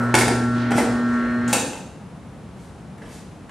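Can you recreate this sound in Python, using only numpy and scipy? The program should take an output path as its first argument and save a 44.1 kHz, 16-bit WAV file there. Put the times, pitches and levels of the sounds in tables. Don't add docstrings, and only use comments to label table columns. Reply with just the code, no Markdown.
import sys
import numpy as np
from scipy import signal
from scipy.fft import rfft, irfft
from scipy.io import wavfile
from scipy.ndimage import uniform_filter1d

SR = 44100
rng = np.random.default_rng(int(sys.argv[2]) if len(sys.argv) > 2 else 0)


def ratio_of_db(decibels):
    return 10 ** (np.asarray(decibels, float) / 20)


def persist_wave(psi):
    counts = np.round(np.clip(psi, -1, 1) * 32767).astype(np.int16)
    wavfile.write(sys.argv[1], SR, np.atleast_2d(counts).T)


N = 154350
T = np.arange(N) / SR

# (frequency [Hz], relative level per Hz [dB])
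PEDAL_COLOUR = [(35, -41), (60, -36), (220, 7.5), (688, -3), (829, 4.5), (1070, -1), (1590, -4.5),
                (2250, -7), (5200, -14.5), (7030, -11.5), (10200, -17), (15500, -34)]


def curve(table, hz):
    rows = np.array(table, float)
    return np.interp(np.log(np.maximum(hz, 1)), np.log(rows[:, 0]), rows[:, 1])


def colour(x, table, tilt_db=0):
    hz = np.fft.rfftfreq(x.shape[-1], 1 / SR)
    tilt = tilt_db * np.log2(np.maximum(hz, 30) / 1000)
    return irfft(rfft(x) * ratio_of_db(curve(table, hz) + tilt), x.shape[-1])


def unit(x):
    return x / np.sqrt(np.mean(x ** 2))


def walk(rate):
    k = int(SR / rate)
    steps = np.repeat(rng.standard_normal(N // k + 1), k)
    smooth = uniform_filter1d(uniform_filter1d(steps, k), k)
    return unit(smooth[:N])


def spread(mid, side):
    # (frequency [Hz], gain of the side signal [dB])
    side_gain = [(60, -18.5), (200, -16), (700, -11.5), (2380, -9.5), (4400, -8), (8120, -4), (15000, 1)]
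    side = colour(side, side_gain)
    return np.array([mid + side, mid - side])


def noise(table, flicker_db):
    hz, out = np.fft.rfftfreq(N, 1 / SR), 0
    mid, side = colour(rng.standard_normal((2, N)), table)
    spec = rfft(spread(mid, side))
    for octave in range(10):
        share = np.clip(1 - np.abs(np.log2(np.maximum(hz, 32) / 32) - octave), 0, 1)
        out = out + irfft(spec * share, N) * ratio_of_db(flicker_db * walk(11))
    return unit(out)


def blows(events, body, modes, ring_db, ring_t60, attack_s):
    out, t = np.zeros(N + SR), np.arange(SR // 4) / SR
    mode_hz, mode_db, width = np.array(modes, float).T
    fade = np.minimum(1, 10 * (1 - t / t[-1]))
    for s, db, tilt_db, t60 in events:
        crack = unit(colour(rng.standard_normal(len(t)), body, tilt_db)) * 1000. ** (-t / t60)
        hz = mode_hz[:, None] + width[:, None] * rng.standard_normal(size=(len(modes), 16))
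        start = np.minimum(width[:, None] / 60, 3) * rng.standard_normal(hz.shape)
        crowds = np.sin(2 * np.pi * hz[:, :, None] * t + start[:, :, None]).sum(axis=1)
        size = ratio_of_db(mode_db + tilt_db * np.log2(mode_hz / 1000))
        ring = ratio_of_db(ring_db) * unit(size @ crowds) * 1000. ** (-t / ring_t60)
        first = int(s * SR)
        out[first:first + len(t)] += ratio_of_db(db) * (crack + ring) * (1 - np.exp(-t / attack_s)) * fade
    return out[:N]


def room(x):
    # (frequency [Hz], time to fall by 60 dB [s])
    decay_times = [(125, 1), (500, 0.8), (2000, 0.54), (6000, 0.8), (10000, 0.49), (15000, 0.2)]
    tail_db, n = 1.5, SR
    t, hz = np.arange(n) / SR, np.fft.rfftfreq(n, 1 / SR)
    spec, tail = rfft(rng.standard_normal((2, n))), 0
    for octave in range(9):
        share = np.clip(1 - np.abs(np.log2(np.maximum(hz, 64) / 64) - octave), 0, 1)
        tail = tail + irfft(spec * share, n) * 1000. 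** (-t / curve(decay_times, 64 * 2. ** octave))
    tail *= 1 - np.exp(-t / 0.00043)
    tail = tail / np.sqrt(np.sum(tail[0] ** 2))
    wet = signal.fftconvolve(x[None], tail, axes=1)[:, :N]
    return x + ratio_of_db(tail_db) * spread(wet[0], 0.84 * wet[1])


def garage_air():
    # (frequency [Hz], relative level per Hz [dB])
    air_colour = [(25, -45), (45, -13), (65, -4), (101, -7), (183, -2), (250, -9), (378, -16.5),
                  (804, -19.5), (2000, -31), (5000, -42), (10500, -45), (12500, -60), (15500, -72)]
    level_db, left_minus_right_db = -39, 0.75
    balance = left_minus_right_db * np.array([[.5], [-.5]])
    return ratio_of_db(level_db + balance) * noise(air_colour, flicker_db=0.24)


def scuffs():
    # (centre [s], half width [s], level [dB])
    swells = [(0.02, 0.034, -50), (0.781, 0.017, -32.5), (2.64, 0.049, -62.5), (3.14, 0.049, -53.5)]
    # (frequency [Hz], relative level per Hz before a tilt [dB])
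    hiss_colour = [(200, -26.5), (800, -1), (2000, 7), (4000, -2), (9000, -7.5), (12000, -18), (15500, -45)]
    shape = sum(ratio_of_db(db) * np.exp(-.5 * ((T - s) / w) ** 2) for s, w, db in swells)
    hiss = unit(colour(rng.standard_normal(N), hiss_colour, 5.7))
    return shape * hiss * ratio_of_db(1.0 * walk(71))


def ticks_and_steps():
    # (time [s], level [dB], tilt [dB per octave], time for the noise to fall by 60 dB [s])
    ticks_then_steps = [(2.34, -58, 17, .015), (2.57, -55, 10, .015), (2.98, -44, 5, 0.017),
                        (3.017, -35, -2.5, 0.14), (3.055, -44, -1, 0.12), (3.492, -38, 0, 0.058)]
    # (frequency [Hz], relative level per Hz [dB])
    heel_colour = [(100, -7), (400, -1), (1100, -8), (1800, -20), (2800, -9), (4000, -22), (10000, -23),
                   (15500, -50)]
    # (frequency [Hz], relative level [dB], width of the crowd [Hz])
    sole_ring = [(1784, 1, 195)]
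    return blows(ticks_then_steps, heel_colour, sole_ring, ring_db=-1.5, ring_t60=0.046, attack_s=0.0021)


def pedal_valve():
    # (time [s], level [dB], tilt [dB per octave], time for the hiss to fall by 60 dB [s])
    puff = [(1.477, -31.5, 0.33, 0.43)]
    # (frequency [Hz], relative level [dB], width of the crowd [Hz])
    whistle = [(7260, 0, 490)]
    return blows(puff, PEDAL_COLOUR, whistle, ring_db=-1.5, ring_t60=0.083, attack_s=0.0014)


def pedal_clacks():
    # (time [s], level [dB], tilt [dB per octave], time for the crack to fall by 60 dB [s])
    clacks = [(1.528, -10.5, 3, 0.05), (1.540, -17.5, -2.5, 0.05), (1.731, -27, -1, 0.033)]
    # (frequency [Hz], relative level [dB], width of each crowd [Hz])
    pedal_ring = [(507.3, -2.5, 50), (792, -1, 92), (1610, -3.5, 89), (2813, -2, 172), (6330, -8.5, 177),
                  (7250, -10.5, 260), (8550, -13, 180)]
    return blows(clacks, PEDAL_COLOUR, pedal_ring, ring_db=-7.5, ring_t60=0.094, attack_s=0.0011)


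def tyre_thumps():
    # (time [s], level before decay [dB peak], frequency [Hz], time to fall by 60 dB [s])
    thumps = [(.7555, -9.5, 245, 0.037), (0.8318, -14, 320, 0.043)]
    out = 0
    for s, db, hz, t60 in thumps:
        t = np.maximum(T - s, 0)
        out = out - ratio_of_db(db) * np.sin(2 * np.pi * hz * t) * 1000. ** (-t / t60)
    return out


def arm_bumps():
    # (time [s], level [dB], tilt [dB per octave], time for the crack to fall by 60 dB [s])
    bumps = [(.706, -21.5, 3, 0.04), (.716, -13, 1.5, 0.034), (.780, -14.5, 1.5, 0.09),
             (.795, -20, -2, 0.045), (.825, -37, -7, 0.022)]
    # (frequency [Hz], relative level per Hz [dB])
    arm_colour = [(40, -18), (70, -26), (250, 8.5), (800, 2), (1100, -8.5), (2000, -8), (3500, -27.5),
                  (9000, -28.5), (15500, -53)]
    # (frequency [Hz], relative level [dB], width of each crowd [Hz])
    arm_ring = [(414, 1, 50), (543, 2.5, 64), (799, -1, 32), (1422, -1, 63), (1940, -4, 88),
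                (3240, -12, 110)]
    return blows(bumps, arm_colour, arm_ring, ring_db=-6.5, ring_t60=0.073, attack_s=0.0016)


def wheel_clunks():
    # (time [s], level [dB], tilt [dB per octave], time for the crack to fall by 60 dB [s])
    clunks = [(.141, -7, -2, 0.038), (.150, -7.5, 0.5, 0.033), (.185, -18, 3.5, 0.087),
              (.21, -13, 0, 0.027), (.28, -13, -0.5, 0.018)]
    # (frequency [Hz], relative level per Hz [dB])
    wheel_colour = [(40, -44), (70, -12), (130, -45), (300, -4.5), (869, -12.5), (1050, -15), (1550, -7.5),
                    (3930, -19.5), (9740, -20.5), (12000, -30.5), (15500, -47)]
    # (frequency [Hz], relative level [dB], width of each crowd [Hz])
    wheel_ring = [(342, 5.5, 48.4), (421, 0.5, 35), (543, -4.5, 23), (799, -0.5, 27), (877, -1.5, 45),
                  (1520, -0.5, 44), (1862, 0, 100), (2226, 3.5, 71), (3260, -5, 260)]
    return blows(clunks, wheel_colour, wheel_ring, ring_db=-8.5, ring_t60=0.072, attack_s=0.00079)


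def tone(phase, db, waver_db):
    level = np.sqrt(2) * ratio_of_db(db + waver_db * walk(14.43))
    return level * np.sin(phase + 2 * np.pi * rng.random())


def motor():
    # (time [s], second hum line [dB], change of slot tone and next sideband [dB],
    # change of the other slot lines [dB])
    load = np.array([(0, -23.5, 5.5, -5), (.13, -26.5, 4, -3), (.3, -22.5, 1.5, -4), (.68, -23, 0.5, -4.5),
                     (.8, -21, 1, -5), (.92, -23.5, -2, -1.5), (1.05, -22.5, 0.5, -1.5),
                     (1.5, -22.5, -0.5, -1)], float)
    # (time [s], level [dB])
    low_hum = [(0, -26), (.67, -26.5), (.73, -32), (.77, -29), (.83, -49), (.905, -27.5), (1.01, -42),
               (1.05, -33), (1.12, -35), (1.17, -57), (1.3, -46), (1.4, -41), (1.52, -28.5)]
    # (multiple of the lowest hum line, level [dB])
    upper_hum = [(3, -40), (4, -47)]
    whine_orders = [(1, -2), (1, -1), (1, 0), (1, 1), (1, 2), (1, 3), (1, 4), (1, 5), (3, 1), (4, 0)]
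    whine_levels = [-41, -44.5, -36.5, -39.5, -38.5, -45, -39, -64, -57, -69]
    # (frequency at full speed [Hz], level [dB])
    gears = [(623, -42.5), (424.5, -48), (1350, -50)]
    # (frequency [Hz], relative level per Hz [dB])
    whirr_colour, whirr_db = [(40, -25), (65, -13), (182, -15.5), (306, -13.5), (933, -20), (1870, -22),
                              (2400, -30.5), (4200, -40), (8270, -48.5), (11000, -56.5), (15000, -84)], -33
    hum_hz = 120
    slot_hz, sag_hz = 1351.6, 20
    freed_s, spin_up_s = 0.1437, 0.119
    off_s, off_t60_s = 1.486, 0.67

    second_db, main_change_db, other_change_db = [np.interp(T, load[:, 0], load[:, k]) for k in range(1, 4)]
    hum = 2 * np.pi * hum_hz * T
    sag = sag_hz * np.exp(-np.maximum(T - freed_s, 0) / spin_up_s)
    slot = 2 * np.pi * np.cumsum(slot_hz - sag + 0.31 * walk(10.7)) / SR

    tones = tone(hum, np.interp(T, *np.array(low_hum).T), 0.4)
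    tones += tone(2 * hum, second_db, 0.99)
    for k, db in upper_hum:
        tones += tone(round(k) * hum, db, 0.5)
    for (m, k), db in zip(whine_orders, whine_levels):
        change_db = main_change_db if (m, k) in ((1, 0), (1, 1)) else other_change_db
        tones += tone(m * slot + k * hum, db + change_db, 1.2)
    for hz, db in gears:
        tones += tone(slot * hz / slot_hz, db, 0.89)

    stereo = spread(tones, 0.43 * np.imag(signal.hilbert(tones)))
    whirr = ratio_of_db(whirr_db) * noise(whirr_colour, flicker_db=3.8)
    return (stereo + whirr) * 1000. ** (-np.maximum(T - off_s, 0) / off_t60_s)


def scene():
    hits = scuffs() + ticks_and_steps() + pedal_valve() + pedal_clacks() + arm_bumps() + wheel_clunks()
    return garage_air() + room(hits) + tyre_thumps() + motor()


def low_pass(x):
    return signal.sosfilt(signal.butter(12, 15820, fs=SR, output="sos"), x)


def record(dry):
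    low_hz, top_hz = 44.7, 15600
    x = signal.sosfilt(signal.butter(2, low_hz, "high", fs=SR, output="sos"), dry)
    x = signal.sosfilt(signal.ellip(8, .2, 70, top_hz, fs=SR, output="sos"), x)
    return low_pass(np.clip(x, -1, 1))


dry = scene()
out = record(dry)
persist_wave(out)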